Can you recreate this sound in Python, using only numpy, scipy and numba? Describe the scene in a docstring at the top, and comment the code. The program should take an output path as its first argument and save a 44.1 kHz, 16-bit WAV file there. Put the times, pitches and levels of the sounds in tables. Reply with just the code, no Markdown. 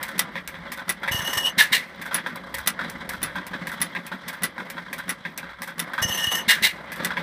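"""A small hit-and-miss twin engine on a cart idles on a concrete drive, two metres away, beside a garage door.
Coasting: linkage and rods knock as noisy contacts through frame modes, a governor latch rings decaying sines
once a cam turn, gears rumble as flickering noise bands and idle strokes breathe low notes.
Firing turns: intake valves chatter as resonances in gated air noise, then two exhaust blasts roar up a stack.
Soft wind lies beneath; three echoes follow the engine."""
import sys
import numpy as np
from scipy import signal
from scipy.fft import rfft, irfft
from scipy.io import wavfile
from scipy.ndimage import uniform_filter1d
from numba import njit

SR = 44100
rng = np.random.default_rng(int(sys.argv[2]) if len(sys.argv) > 2 else 0)


def inscribe(sig):
    """Save sig as 16-bit PCM at rate SR to the path in sys.argv[1].

    A 1-D sig is mono; a 2-D sig holds one channel per row.
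    Samples are clipped to [-1, 1] before scaling.
    """
    pcm = np.round(np.clip(np.atleast_2d(sig).T, -1, 1) * 32767)
    wavfile.write(sys.argv[1], SR, pcm.astype(np.int16))


N = 318402


def undb(db):
    """Amplitude factor of a level in dB."""
    return 10 ** (np.asarray(db) / 20)


def unit(x):
    """Scale to rms 1."""
    return x / np.sqrt(np.mean(x ** 2))


def noise():
    """White noise of the scene's length."""
    return rng.standard_normal(N)


def curve(rows, column, outside=-np.inf):
    """A table column interpolated over time at every sample."""
    rows = np.array(rows)
    return np.interp(np.arange(N) / SR, rows[:, 0], rows[:, column], outside, outside)


def latest(values, start_s):
    """Value of the latest event at every sample; the first one's before any."""
    event = np.searchsorted(start_s * SR, np.arange(N)) - 1
    return values[np.clip(event, 0, None)]


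@njit
def svf(x, centre_hz, width_hz):
    """State-variable band-pass with a moving centre, gain 1 there."""
    y, band_state, low_state = np.empty(len(x)), 0., 0.
    for i in range(len(x)):
        g = np.tan(np.pi * centre_hz[i] / SR)
        damping = width_hz / centre_hz[i]
        v = (band_state + g * (x[i] - low_state)) / (1 + g * (g + damping))
        band_state = 2 * v - band_state
        low_state += 2 * g * v
        y[i] = damping * v
    return y


def band(x, centre_hz, width_hz):
    """Band-pass with a fixed centre."""
    return svf(x, np.full(N, 1. * centre_hz), 1. * width_hz)


def resonate(x, modes):
    """A bank of resonances, signs alternating so that the valleys fill."""
    return sum((-1) ** k * undb(db) * band(x, hz, width_hz) for k, (hz, width_hz, db) in enumerate(modes))


def coloured(points):
    """Noise of rms 1, its spectrum interpolated in dB over log frequency."""
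    hz, db = np.transpose(points)
    bin_hz = np.arange(N // 2 + 1) * SR / N + 1
    gain = undb(np.interp(np.log(bin_hz), np.log(hz), db))
    return unit(irfft(rfft(noise()) * gain, N))


def walk(rate_hz):
    """Random levels held 1 / rate_hz s and slewed twice; spread near 1."""
    hold = int(SR / rate_hz)
    steps = np.repeat(rng.standard_normal(N // hold + 1), hold)
    return 1.344 * uniform_filter1d(uniform_filter1d(steps, hold), hold)[:N]


def swell(start_s, level_db, t60_s, rise_s, hold_s=0.):
    """Envelope of events that rise, hold and die away; powers add."""
    power = np.zeros(N)
    for s, db, t60, hold in np.broadcast(start_s, level_db, t60_s, hold_s):
        i = int(s * SR)
        t = np.arange(min(N - i, int((hold + t60) * SR))) / SR
        rise = 1 - np.exp(-t / rise_s)
        decay = 1000. ** (-np.maximum(t - hold, 0) / t60)
        power[i:i + len(t)] += (undb(db) * rise * decay) ** 2
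    return np.sqrt(power)


def rattle(grain_db, rate_hz):
    """Noise of rms 1 broken into uneven contacts."""
    return unit(noise() * undb(grain_db * walk(rate_hz)))


# Wind on the microphone. Each row: time in s, mean level in dB.
WIND = [(0, -59), (2.4, -61), (2.55, -49), (2.7, -63), (3.2, -45.5), (3.6, -63.5), (5.5, -62.5),
        (7.23, -57)]


def wind():
    """Air buffets the microphone: soft low noise whose level wanders."""
    buffet = unit(band(band(noise(), 65, 70), 65, 70))
    return buffet * undb(curve(WIND, 1) + 3 * walk(9))


# Gear and bearing rumble. Each row: time in s, level in dB.
RUMBLE = [(0, -38), (.62, -43), (1.0, -39.5), (1.3, -34.5), (1.88, -41.5), (2.2, -36.5), (3.0, -37.5),
          (4.0, -39.5), (4.85, -40.5), (5.7, -43), (6.2, -34.5), (6.82, -42.5), (7.0, -34.5), (7.23, -37)]
# Gear spectrum. Each row: frequency in Hz, relative density in dB per Hz.
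GEAR_SPECTRUM = [(30, -40), (60, -7.5), (110, -13), (172, 7), (420, -7.5), (550, -1), (720, -7.5),
                 (1600, -2), (2100, -0.5), (2550, -19), (3500, -14), (6400, -27.5), (15500, -41)]
# Frame resonances, also shaken by knocks. Each row: centre in Hz, width in Hz, relative level in dB.
FRAME_MODES = [(190, 50, -4), (548, 16, -1.5), (990, 180, -7.5), (1606, 21.4, 0.5), (3300, 280, -15),
               (3975, 32, -13), (4820, 97, -31)]


def gears():
    """Meshing teeth and bearings: bands half an octave apart flicker alone, grainy contacts shake the frame."""
    teeth = coloured(GEAR_SPECTRUM) * undb(2.5 * walk(140))
    teeth += undb(-5) * unit(resonate(rattle(4.5, 130.), FRAME_MODES[1:]))
    shared_db = 1.5 * walk(14)
    rumble = np.zeros(N)
    for hz in 40 * 2 ** np.arange(0, 8.6, .5):
        rumble += band(teeth, hz, hz / 1.35) * undb(shared_db + 3.6 * walk(22))
    return unit(rumble) * undb(curve(RUMBLE, 1))


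def play():
    """Loose pins and links tick faintly at random moments."""
    moment, chance = rng.random((150, 2)).T
    order = np.argsort(moment)
    level_db = -52 - 3.2 * np.log(chance[order])
    shake = noise() * swell(moment[order] * N / SR, level_db, 0.014, 0.00013)
    return band(shake, 15500, 15000) + undb(13.5) * band(shake, 1120, 900)


# Cam turns, longer as the flywheels slow.
# Each row: start in s, relative latch level in dB, relative linkage level in dB, pumping level in dB.
TURNS = [(-.465, -7, -0.5, -34.5), (0.192, -5.5, -1, -33.5), (0.8928, -7.5, 0, -40),
         (1.624, -13.5, -5.5, -32), (2.144, -6, -1.5, -34), (2.6732, -5, -1, -31.5),
         (3.2295, -7.5, -1, -30), (3.8158, -6, -3.5, -30.5), (4.434, -6, -1, -31.5),
         (5.0928, -7.5, -0.5, -32.5), (5.7937, -9.5, 0, -37), (6.528, -30, -5, -34.5), (7.0473, -8, 0, -32),
         (7.575, -7, 0, -32)]
# Indices of the turns that fire.
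FIRING_TURNS = (2, 10)
IDLE_AGAIN = .65  # share of the turn after firing until the exhaust is held open again


def on_turns(shares):
    """Times in s of given shares of every coasting turn, with indices of turn and share."""
    start_s = np.array(TURNS)[:, 0]
    turn, k = np.indices((len(start_s) - 1, len(shares))).reshape(2, -1)
    s = start_s[turn] + shares[k] * np.diff(start_s)[turn]
    firing = np.isin(turn, FIRING_TURNS)
    recovering = np.isin(turn - 1, FIRING_TURNS) & (shares[k] < IDLE_AGAIN)
    keep = ~(firing | recovering) & (s > .01) & (s < N / SR - .01)
    return s[keep], turn[keep], k[keep]


# Idle strokes of a coasting turn. Each row: share of the turn, level in dB against the turn's pumping.
STROKES = [(.22, 0), (.47, -3), (.71, -4), (.965, 1.5)]


def pumping():
    """Each idle stroke breathes a short low note out of the pipe."""
    share, stroke_db = np.transpose(STROKES)
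    s, turn, k = on_turns(share)
    level_db = np.array(TURNS)[turn, 3] + stroke_db[k]
    note_hz = 174 * (1 + .04 * walk(15))
    note = np.sin(2 * np.pi * np.cumsum(note_hz) / SR)
    breath = unit(band(noise(), 244, 84))
    return (note + undb(-3.5) * breath) * swell(s, level_db, 0.25, 0.018, 0.0084)


# Exhaust blasts. Each row: start in s, relative gas level in dB, relative valve thump level in dB,
# blow-down hold in s, ring of the cylinder's pipe in Hz.
BLASTS = [(1.5803, -2.5, -16.5, 0.021, 1754), (1.7205, -4.5, -21.5, 0.022, 2010),
          (6.4823, -3, -16.5, 0.029, 1740), (6.624, -4.5, -18, 0.026, 2044)]
# Stack roar spectrum. Each row: frequency in Hz, relative density in dB per Hz.
STACK_SPECTRUM = [(240, -61), (400, -18), (772, -20.5), (942, -8.5), (1280, -24.5), (1690, -7.5), (2060, 3),
                  (2510, -12.5), (3970, -1.5), (4630, -13), (6990, -12.5), (12900, -19), (15500, -18)]
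# Stack resonances. Each row: centre in Hz, width in Hz, relative level in dB.
STACK_MODES = [(1710, 80, 6.5), (1872, 35, 6), (1997, 52, -1.5), (2840, 70, 5), (3250, 65, -13),
               (3900, 80, -31)]


def exhaust():
    """The valve cracks open with a thump; gas then roars up the sheet-steel stack, which rattles on."""
    s, gas_db, thump_db, hold_s, hz = np.transpose(BLASTS)
    pipe_hz = latest(hz, s)
    # the power steepens the rise and decay and stretches the dB range
    gas = swell(s - .003, gas_db - 9.0, 0.18, .011, hold_s) ** 1.266
    roar = coloured(STACK_SPECTRUM) * undb(2.2 * walk(250)) * gas
    ring = resonate(rattle(0.85, 150.) * gas, STACK_MODES)
    ring += undb(10.5) * svf(rattle(5.2, 120.) * gas, pipe_hz, 106.0)
    ring += undb(-1) * svf(rattle(3.9, 120.) * gas, 2.1 * pipe_hz, 150.)
    tail = unit(svf(rattle(2.4, 90.), pipe_hz, 300.)) * swell(s, gas_db - 23.5, 0.47, 0.017, hold_s)
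    puff = np.diff(swell(s - .005, thump_db, 0.066, 0.0019), prepend=0)
    thump = undb(50.0) * band(puff, 212, 34)
    return undb(4.0) * roar + undb(11.5) * ring + tail + thump


# Suction strokes. Each row: start in s, length in s, relative air flow in dB.
SUCTION = [(1.113, 0.41, -27.5), (6.018, 0.417, -25.5)]
INRUSH_DB, CLOSE_DB = 0.5, -27.5  # against the steady flow
INRUSH_S, CLOSE_S = 0.029, 0.027


def suction(start_s, length_s, flow_db):
    """Air flow of one stroke: an inrush, a steady pull, a quick close."""
    end_s = start_s + length_s
    rows = [(start_s, flow_db + INRUSH_DB), (start_s + INRUSH_S, flow_db),
            (end_s - CLOSE_S, flow_db), (end_s, flow_db + CLOSE_DB)]
    return undb(curve(rows, 1))


# Intake valve clashes on its seat. Each row: time in s, relative level in dB.
CLASHES = [(1.118, -5), (1.139, -11), (1.1524, -11), (1.3297, -6), (1.3706, -6), (1.407, -10.5),
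           (1.449, -10), (6.023, -5), (6.058, -29), (6.1723, -22), (6.2302, -7), (6.352, -8.5)]
# Air pulses of every suction. Each row: time after its start in s, relative level in dB.
KICKS = [(-.001, -34.5), (.032, -31.5), (.08, -38), (.255, -37.5)]
# Intake valve resonances. Each row: centre in Hz, width in Hz, relative level in dB.
VALVE_MODES = [(1030, 490, -14), (1814, 67, -1.5), (2902, 29.6, 7), (5510, 260, -16.5), (6140, 45, -3),
               (7860, 69, -18), (10370, 110, -20), (12400, 120, -12)]


def intake():
    """Air rushes past the spring-loaded valve, which sings unsteadily, clashes on its seat and kicks the air column."""
    clash_s, clash_db = np.transpose(CLASHES)
    after_s, pulse_db = np.transpose(KICKS)
    flow = sum(suction(*stroke) for stroke in SUCTION)
    clash = (flow > 0) * swell(clash_s, clash_db - 5.5, 0.069, 0.0025)
    eddies = rattle(3.25, 120.)
    air = eddies * (flow + clash)
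    pull = eddies * (flow + 0.43 * clash)
    ring = np.zeros(N)
    # each mode catches the flow and loses it again on its own
    for hz, width_hz, db in VALVE_MODES:
        catch = undb(db + 3.5 * walk(28))
        ring += catch * svf(pull, hz * (1 + 0.0012 * walk(13)), 1. * width_hz)
    kicks = np.zeros(N)
    for stroke in SUCTION:
        kicks[((stroke[0] + after_s) * SR).astype(int)] = undb(pulse_db)
    hiss = undb(-13.5) * band(air, 4600, 14000)
    column = undb(55) * band(band(kicks, 107, 120), 102, 110)
    return undb(17.5) * ring + hiss + column


# Latch modes. Each row: frequency in Hz, relative level in dB, t60 in s.
LATCH_MODES = [ (1975, -7, .12), (3585, -13, .07), (5685, -16, .05), (14300, -9, .04), (10172, -7, .075),
               (10295, -4, .08)]
# the high ping is clearest while the microphone faces the latch
PING_FACES_S, PING_FADE_DB_PER_S, PING_ABOVE_HZ = 3.2, 3, 8000


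def latch():
    """The cam lifts the latch, then it snaps home: the steel rings, a little differently each time, and shakes the frame."""
    s, blow_db = np.transpose(TURNS[1:-1])[:2]
    hz, mode_db, t60_s = np.transpose(LATCH_MODES)[:, :, None]
    t = np.arange(SR // 8) / SR
    ring = np.zeros(N + len(t))
    for start, db in zip((s * SR).astype(int), blow_db):
        scatter_db = 3 * rng.standard_normal((len(hz), 1))
        fade_db = PING_FADE_DB_PER_S * abs(start / SR - PING_FACES_S) * (hz > PING_ABOVE_HZ)
        level = undb(mode_db + db - 7.5 + scatter_db - fade_db)
        modes = level * np.sin(2 * np.pi * hz * t) * 1000. ** (-t / t60_s)
        ring[start:start + len(t)] += modes.sum(axis=0)
    bright = unit(band(rattle(5.7, 330.0), 4800, 24000))
    dull = unit(band(rattle(0.75, 160.0), 1510, 780))
    snap = bright * swell(s, blow_db - 9, 0.065, .0001) + dull * swell(s, blow_db - 12.0, 0.11, 0.01)
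    lift = (dull + undb(-9) * bright) * swell(s - .013, blow_db - 22, .05, .001)
    return ring[:N] + snap + lift


# Linkage blows of a coasting turn. Each row: share of the turn, relative level in dB, pitch in Hz,
# treble against that level in dB, level change in dB per s of longer turn.
LINKAGE = [(.4045, -33, 2120, 17, 52), (.751, -21, 1910, 9.5, -4), (.83, -25, 1500, 6, -28),
           (0.846, -27, 1570, -29, 29)]
# Loose rods, never quite in step. Each row: time in s, relative level in dB, pitch in Hz.
RODS = [(0.355, -18.5, 1950), (0.542, -27.5, 1670), (1.032, -18, 1550), (1.077, -16.5, 1940),
        (1.206, -18, 1630), (2.11, -22, 1510), (2.178, -20, 1680), (2.262, -16, 1570), (2.791, -17.5, 1510),
        (3.27, -26.5, 1660), (3.355, -19.5, 1510), (3.533, -22.5, 1620), (3.95, -20, 1940),
        (4.116, -22, 1570), (4.58, -19.5, 1534), (4.769, -25.5, 1510), (5.251, -21, 1930),
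        (5.43, -27.5, 1510), (5.49, -32, 1490), (5.532, -36, 1410), (5.586, -39, 1210), (5.934, -18, 1570),
        (5.979, -15.5, 1450), (7.105, -20.5, 1500), (7.169, -19, 1970)]
COASTING_TREBLE_DB, FIRING_TREBLE_DB = -14, -11.5  # rods, against their level
MEAN_TURN_S = .6


def blows():
    """Linkage and rod blows in order of time: time in s, level in dB, pitch in Hz, treble in dB."""
    start_s, _, linkage_db, _ = np.transpose(TURNS)
    share, db, hz, treble_db, slow_db_per_s = np.transpose(LINKAGE)
    s, turn, k = on_turns(share)
    longer_s = np.diff(start_s)[turn] - MEAN_TURN_S
    level_db = db[k] + linkage_db[turn] + slow_db_per_s[k] * longer_s
    linkage = np.c_[s, level_db, hz[k], treble_db[k]]
    rod_turn = np.searchsorted(start_s, np.array(RODS)[:, 0]) - 1
    rod_treble_db = np.where(np.isin(rod_turn, FIRING_TURNS), FIRING_TREBLE_DB, COASTING_TREBLE_DB)
    rows = np.r_[linkage, np.c_[RODS, rod_treble_db]]
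    return rows[np.argsort(rows[:, 0])].T


def knocks():
    """Each blow rattles its own part and the frame, and spits treble with a faint hissing tail."""
    s, db, hz, treble_db = blows()
    part_hz = latest(hz, s)
    shake = rattle(2.6, 170.)
    shake[(s * SR).astype(int) + 20] += 14  # the first contact is the hardest
    part = svf(svf(shake, part_hz, 690.0), part_hz, 690.0)
    frame = band(resonate(shake, FRAME_MODES), 1740, 2130)
    body = (unit(part) + undb(-2) * unit(frame)) * swell(s, db - 9, 0.14, 0.00066, .012)
    click = band(noise(), 5000, 14000) * swell(s, db + 3 * treble_db - 44, .022, .0002)
    # small hard parts sound brightest and stop soonest
    tick_t60_s = np.maximum(.14 - 0.0047 * treble_db, .03)
    spit = swell(s, db + treble_db - 18.0, tick_t60_s, 0.00034)
    hiss = swell(s, db + treble_db - 36.0, 0.2, 0.0025)
    tick = unit(band(rattle(3.2, 180.0), 4400, 24000)) * (spit + hiss)
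    return body + click + tick


# Echoes off concrete, door and wall. Each row: delay in s, level in dB before the band-pass.
ECHOES = [(.006, -13.5), (0.014, -17.5), (.024, -16)]


def scene():
    """The engine, its band-passed echoes and the wind."""
    engine = gears() + play() + pumping() + exhaust() + intake() + latch() + knocks()
    echoes = sum(undb(db) * np.pad(engine, (int(delay_s * SR), 0))[:N] for delay_s, db in ECHOES)
    return (engine + band(echoes, 2130, 4200) + wind())[None]


def record(dry):
    """The microphone rounds peaks; its port lifts 13.8 kHz and dips 6.9 kHz; two low-passes cut the top."""
    rounded = np.tanh(1.15 * dry) / 1.15
    lift = undb(-7.0) * band(rounded[0], 13800, 2100)
    dip = undb(-5.5) * band(rounded[0], 6920, 1950)
    port = rounded + lift - dip
    dull = signal.sosfilt(signal.ellip(6, .3, 30, 15250, fs=SR, output="sos"), port)
    return signal.sosfilt(signal.ellip(8, .2, 70, 16600, fs=SR, output="sos"), dull)


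dry = scene()
out = record(dry)
inscribe(out)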